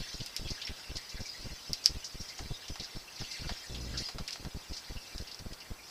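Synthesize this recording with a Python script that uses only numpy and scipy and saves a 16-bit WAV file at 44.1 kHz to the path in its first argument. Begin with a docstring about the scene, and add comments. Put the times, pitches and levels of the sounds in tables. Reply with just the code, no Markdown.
"""Water trickles, splashes and drips in a basement sump pit while cords and their tags are handled above
it; one tag snaps sharply. The water is fizzing noise and tiny bubbles over a gurgle that rings the air of
the pit; the cords tick, rustle and knock on the lid. A small camera hears it all through a microphone
port that rings near 5 kHz. Its circuits hiss, whine and draw current in bursts about four times a second,
and each sag of the supply thumps in the sound."""
import sys
import numpy as np
from scipy import signal
from scipy.fft import rfft, irfft, next_fast_len
from scipy.io import wavfile
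from scipy.ndimage import uniform_filter1d, map_coordinates

SR = 44100
rng = np.random.default_rng(int(sys.argv[2]) if len(sys.argv) > 2 else 0)


def wrap_up_sound(samples):
    """Save the sound to the file named by the first command line argument, as 16-bit audio."""
    columns = np.atleast_2d(samples).T
    # keep every value between -1 and 1, then stretch to whole-number steps
    tamed = np.clip(columns, -1, 1)
    steps = np.round(tamed * 32767).astype(np.int16)
    wavfile.write(sys.argv[1], SR, steps)


N = 260190


def amp(db):
    """Decibels to gain."""
    return 10 ** (np.asarray(db) / 20)


def unit(x):
    """x scaled to an rms of 1."""
    return x / np.sqrt(np.mean(x ** 2) + 1e-20)


def along(points, hz):
    """Read a curve of (freq_hz, value) points on a log frequency axis."""
    freqs, values = np.transpose(points)
    return np.interp(np.log(hz + 1), np.log(freqs + 1), values)


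def wobble(rate):
    """A smooth random drift with rate turning points a second."""
    knots = rng.standard_normal(int(N * rate / SR) + 4)
    return map_coordinates(knots, [np.arange(N) * rate / SR])


def filtered(x, response):
    """Pass x through a complex frequency response."""
    size = next_fast_len(x.shape[-1] + 8192)
    return irfft(rfft(x, size) * response(np.fft.rfftfreq(size, 1 / SR)), size)[..., :x.shape[-1]]


def resonances(modes):
    """The response of ringing modes (pitch_hz, width_hz, gain_db), alternating in polarity."""
    return lambda f: sum((-1) ** k * amp(db) * 1j * f * width / (hz * hz - f * f + 1j * f * width)
                         for k, (hz, width, db) in enumerate(modes))


def patchy_noise(depth_db):
    """White noise that flickers in random patches of time and frequency."""
    spectrum = signal.stft(rng.standard_normal(N + 512), nperseg=256)[2]
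    patches = uniform_filter1d(rng.standard_normal(spectrum.shape), 4, axis=0)
    patches = uniform_filter1d(patches, 8, axis=1)
    return unit(signal.istft(spectrum * amp(depth_db * unit(patches)), nperseg=256)[1][:N])


def burst(hz, width_hz, rise_s, t60_s):
    """Noise, band-passed twice around one pitch, that swells and dies."""
    t = np.arange(SR // 8) / SR
    band = resonances([(hz, width_hz, 0)])
    noise = unit(filtered(rng.standard_normal(len(t)), lambda f: band(f) ** 2))
    return noise * amp(-60 * t / t60_s) * (1 - np.exp(-t / rise_s))


def basement(x):
    """The room's reverb alone: a fresh noise tail whose treble dies first."""
    # decay of the room: freq_hz, t60_s
    decay = [(1000, 0.29), (5000, 0.17), (12000, 0.027)]
    hz, t, spectrum = signal.stft(rng.standard_normal(SR // 3), SR, nperseg=128)
    tail = signal.istft(spectrum * amp(-60 * t / along(decay, hz)[:, None]), SR, nperseg=128)[1]
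    return signal.fftconvolve(np.pad(x, (70, 0)), tail / np.linalg.norm(tail))


def place(out, start_s, hit, wet_db):
    """Mix in a hit with its own reverb."""
    wet = amp(wet_db) * basement(hit)
    out[round(start_s * SR):][:len(hit)] += hit
    out[round(start_s * SR):][:len(wet)] += wet


def circuit_noise():
    """The circuits' steady hiss and thin whine in the centre, with a fainter hiss out wide."""
    # spectrum of the hiss that both channels share: freq_hz, density_db
    centre_shape = [(15, -37), (25, -3), (192, -10), (777, -7.5), (1440, -10), (2820, -16), (3060, -33),
                    (4950, -13), (7020, -21), (12700, -21.5), (15300, -22.5)]
    # spectrum of the hiss that is opposite left and right: freq_hz, density_db
    side_shape = [(250, -26.5), (900, -9.5), (1700, -23.5), (4500, -28.5), (7200, -3.5), (15000, -5.5)]
    # thin tones of the circuits: pitch_hz, level_db
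    tones = [(7837.1, -73), (7897.1, -71.5)]
    t = np.arange(N) / SR
    hiss = lambda shape: unit(filtered(rng.standard_normal(N), lambda hz: amp(along(shape, hz))))
    whine = sum(amp(db) * np.sin(2 * np.pi * hz * t) for hz, db in tones)
    centre = whine + amp(-55.5) * hiss(centre_shape)
    side = amp(-65) * hiss(side_shape)
    return np.array([centre + side, centre - side])


def sag_rhythm():
    """The circuits' clock: two main sags a beat, most with others around; (start_s, length_s, depth_db)."""
    # main sags of the supply: delay_s, length_s, depth_db
    first = [(0.051, 0.0089, -35)]
    short_first = [(0.055, 0.005, -40)]
    second = [(0.063, 0.01162, -33)]
    # sags before and after the main pair: delay_s, length_s, depth_db
    lead = [(0.0005, 0.0109, -35.5)]
    flick = [(0.021, 0.00425, -38)]
    trail = [(0.011, 0.00297, -36.5), (0.023, 0.0027, -36.5), (0.031, 0.005, -40)]
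    late = [(0.107, 0.0036, -39), (0.113, 0.012, -30)]
    # beats that vary the pattern: beat_number
    short_beats = (1, 4, 12, 13, 20, 22, 23)  # first main sag cut short
    late_beats = (0, 2, 6, 10, 14, 22)  # late sags follow
    light_beats = (6, 18, 22)  # all but the main pair shallower
    idle_beats = (12, 13)  # main pair only
    # main pairs off the beat: start_s, gain_db
    off_beats = [(2.798, -3), (4.548, 0)]
    clock_start_s, beat_s, light_db = -0.1065, 15 / 59.94, -7
    lead_ins = [lead + flick, lead, lead + trail, []]
    sags = []
    for beat in range(24):
        others = [] if beat in idle_beats else lead_ins[beat % 4] + (late if beat in late_beats else [])
        if beat in light_beats:
            others = [(delay, length, db + light_db) for delay, length, db in others]
        main = (short_first if beat in short_beats else first) + second
        onset_s = clock_start_s + beat * beat_s
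        sags += [(onset_s + delay, length, db) for delay, length, db in others + main]
    for start_s, gain_db in off_beats:
        sags += [(start_s + delay - first[0][0], length, db + gain_db)
                 for delay, length, db in first + second]
    return [sag for sag in sags if sag[0] >= 0]


def supply_thumps():
    """Blocks of current sag the supply; the coupling capacitor passes each edge, then lets it fade."""
    # one long busy spell that buzzes: start_s, end_s, rate_hz, duty_fraction
    busy_spell = (3.7103, 4.0225, 59.94, .72)
    t, load = np.arange(N) / SR, np.zeros(N)
    for start_s, length_s, depth_db in sag_rhythm():
        load[round(start_s * SR):][:round(length_s * SR)] = amp(depth_db)
    start_s, end_s, rate_hz, duty = busy_spell
    phase = (t - start_s + 0.00066 * wobble(60)) * rate_hz % 1
    load = np.where((t > start_s) & (t < end_s), amp(-36) * (phase < duty), load)
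    jumps = np.cumsum(rng.random(N) < 450 / SR)  # the current jumps about 450 times a second
    steps = rng.standard_normal(N)[jumps]
    just_after = (uniform_filter1d(load, size=700, origin=349) > 1e-4) & (load == 0)
    spikes = amp(-38) * just_after * (steps > 1.8)
    load = load * np.clip(1 + 0.5 * steps, .1, 1.6) + spikes
    coupling = lambda hz: 1j * hz / (15.4 + 1j * hz) / (1 + 1j * hz / 800) ** 2
    return -filtered(load, coupling)


def bubbles(count, mid_hz, cycles, spread_db):
    """Tiny bubbles ring as damped sines of random time, pitch and size, washed in the room's reverb."""
    when, pitch, size = rng.random((count, 3)).T
    hz = mid_hz * np.exp(1.3 * (pitch - .5))[:, None]
    t = np.arange(512) / SR
    age = t * hz / cycles
    gain = amp(-spread_db * np.log(size + 1 / 50))[:, None]
    rings = gain * np.sin(2 * np.pi * hz * t) * age * np.exp(-3 * age)
    at = (when * N).astype(int)[:, None] + np.arange(512)
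    cloud = unit(np.bincount(at.ravel(), rings.ravel(), N + 512)[:N])
    return unit(basement(cloud)[:N])


def trickle():
    """A bright, bubbly fizz of splashing water over a lower gurgle that rings the air of the pit."""
    # flow of the water: time_s, fizz_db, gurgle_db
    flow = [(0.0, -41.5, -35.5), (0.35, -46.5, -50), (0.65, -45.5, -42), (1.1, -44.5, -46),
            (1.64, -46, -47), (2.2, -45, -49), (3.15, -49, -44), (3.35, -38, -45.5), (3.55, -45.5, -44),
            (3.8, -46.5, -47.5), (4.03, -39, -41.5), (4.17, -51, -50), (4.6, -46.5, -49.5), (5.1, -48, -49),
            (5.62, -56, -52), (5.9, -46.5, -54)]
    # air modes of the pit: pitch_hz, width_hz, gain_db
    pit_modes = [(1586, 57, 3), (1900, 90, 3.5), (2080, 49, 8.5), (2355, 37, 8), (2700, 100, 5.5),
                 (3300, 710, -2.5)]
    t = np.arange(N) / SR
    time_s, fizz_db, gurgle_db = np.transpose(flow)
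    fizz_gain = amp(np.interp(t, time_s, fizz_db) + 1.6 * wobble(13))
    fizz = patchy_noise(depth_db=4.5) + .5 * bubbles(count=1500, mid_hz=4800, cycles=36, spread_db=3)
    fizz = filtered(fizz, resonances([(4800, 3600, 0)]))
    pit_air = unit(filtered(patchy_noise(depth_db=4.5), resonances(pit_modes)))
    gurgle = pit_air + .5 * bubbles(count=600, mid_hz=2595, cycles=7.3, spread_db=5)
    gurgle_gain = amp(np.interp(t, time_s, gurgle_db) + 2.1 * wobble(11))
    return fizz_gain * unit(fizz) + gurgle_gain * unit(gurgle)


def splashes_and_drips():
    """A splash is a wide burst of noise; a drip is a narrow one, smeared by the walls of the pit."""
    # broad splashes: start_s, level_db, centre_hz, rise_ms
    splashes = [(0.129, -35.5, 4800, .6), (0.2006, -32.5, 3200, .6), (.47, -32.5, 2690, 5),
                (0.503, -32, 5060, .6), (.615, -29.5, 3300, .6), (.672, -30, 2430, 0.56),
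                (0.9556, -34, 4450, .6), (1.0923, -37.5, 5230, .6), (1.203, -38.5, 4900, 0.53),
                (1.255, -33.5, 5470, 5.3), (1.838, -32, 5400, 1.5), (2.0426, -30, 5740, 1.9),
                (2.2093, -39, 5700, .6), (2.284, -34.5, 4930, 6), (2.378, -35, 6000, 4),
                (2.797, -32.5, 4000, 0.54), (2.829, -31.5, 4670, 6.8), (3.188, -35.5, 3480, 2.8),
                (3.3119, -33.5, 4740, 1.4), (3.744, -31, 3080, 5.2), (3.972, -24.5, 4730, 6.9),
                (4.281, -31, 2260, 0.53), (4.322, -36, 4640, 2.5), (4.726, -33.5, 4900, 9.4),
                (4.7657, -35, 4900, 1.3), (5.2715, -40.5, 4450, .6), (5.314, -39, 4440, .6),
                (5.6007, -42, 4600, 1)]
    # the clearest single drips: start_s, pitch_hz, level_db
    drips = [(0.447, 3300, -33), (0.648, 5370, -32), (0.838, 2670, -37), (0.978, 1900, -32.5),
             (1.17, 1630, -33), (1.251, 2300, -34), (1.288, 4900, -31.5), (1.338, 1990, -32.5),
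             (2.024, 2970, -35.5), (2.197, 5570, -34), (2.298, 2140, -34), (2.537, 3660, -33),
             (3.076, 2700, -35), (3.34, 2160, -33), (3.635, 1900, -33), (3.939, 1505, -27),
             (4.051, 4930, -33.5), (4.966, 2740, -32.5), (5.269, 2770, -33.5), (5.785, 2290, -35)]
    out = np.zeros(N + SR)
    for start_s, level_db, hz, rise_ms in splashes:
        splash = burst(hz, width_hz=0.6 * hz, rise_s=rise_ms / 1000 + 1e-5, t60_s=0.14)
        place(out, start_s, amp(level_db) * splash, wet_db=-18)
    for start_s, hz, level_db in drips:
        drip = burst(hz, width_hz=260, rise_s=0.0039, t60_s=0.092)
        place(out, start_s, amp(level_db) * drip, wet_db=-6)
    return out[:N]


def lid_knocks():
    """A cord strikes the pit lid: a short blow with a rattle behind it rings the lid's modes."""
    # blows of the cord: start_s, force_db
    knocks = [(2.391, -6), (2.757, -7), (3.213, -7), (3.493, -0.5), (4.087, -6), (4.184, -6.5), (4.358, -9),
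              (4.45, -11)]
    # modes of the lid: pitch_hz, width_hz, gain_db
    lid_modes = [(725, 190, 12), (1350, 230, 7), (1780, 370, 6), (3970, 4200, -6)]
    blows, t = np.zeros(N + SR), np.arange(SR // 10) / SR
    impulse, rattle_t60_s = (t == 0), 0.089
    for start_s, force_db in knocks:
        rattle = 0.096 * amp(-60 * t / rattle_t60_s) * rng.standard_normal(len(t))
        blows[round(start_s * SR):][:len(t)] += amp(force_db) * (impulse + rattle)
    return filtered(blows[:N], resonances(lid_modes))


def tag_ticks():
    """Handled cords and tags tick: a millisecond snap with a bright crack and a short rustle after it."""
    # ticks, with crack and rustle relative to the snap: start_s, level_db, crack_db, rustle_db
    ticks = [(0.2619, -33, 16, 0), (0.3645, -23.5, 15.5, -3.5), (0.67, -26, -8, -11),
             (.9682, -28.5, -14, -1), (1.7321, -14.5, 7, -13), (1.8591, 0, -1, -20.5),
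             (2.6813, -36.5, -4, 2.5), (4.0887, -31.5, -11, -4), (4.1844, -30.5, -9, -6),
             (4.278, -26, 2, -3.5), (4.3074, -23.5, -2, -14), (4.329, -28, 2, -3), (5.1799, -27.5, -9, -6),
             (5.2139, -32.5, -6, -14), (5.3458, -28, -10, -13), (5.3915, -33.5, -4, -6.5),
             (5.5304, -42, -8, 5)]
    snap_hz, snap_s, crack_decay_s = 5100, .001, .0003
    out, t = np.zeros(N + SR), np.arange(SR // 8) / SR
    arch = np.clip(np.sin(np.pi * np.minimum(t / snap_s, 1)), 0, 1)
    snap = np.sin(2 * np.pi * snap_hz * t) * np.sqrt(arch)
    for start_s, level_db, crack_db, rustle_db in ticks:
        edge = np.exp(-t / crack_decay_s) * np.sign(rng.standard_normal(len(t)))
        crack = amp(crack_db) * np.diff(edge, prepend=0)  # tilted toward the treble
        rustle = amp(rustle_db) * burst(3900, width_hz=7600, rise_s=0.00037, t60_s=0.082)
        place(out, start_s, amp(level_db) * (snap + crack + rustle), wet_db=-16.5)
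    return out[:N]


def scene():
    """Water in the pit and cords above it, the same in both channels."""
    return np.tile(trickle() + splashes_and_drips() + tag_ticks() + lid_knocks(), (2, 1))


def record(dry):
    """The microphone port colours the scene, the circuits add thumps and noise, and the top is cut off."""
    # modes of the microphone port: pitch_hz, width_hz, gain_db
    port_modes = [(910, 2550, -13.5), (5020, 1520, -0.5), (12000, 6700, -20.5)]
    top_hz = 15300
    mix = filtered(dry, resonances(port_modes)) + supply_thumps() + circuit_noise()
    return filtered(mix, lambda hz: hz < top_hz)


dry = scene()
out = record(dry)
wrap_up_sound(out)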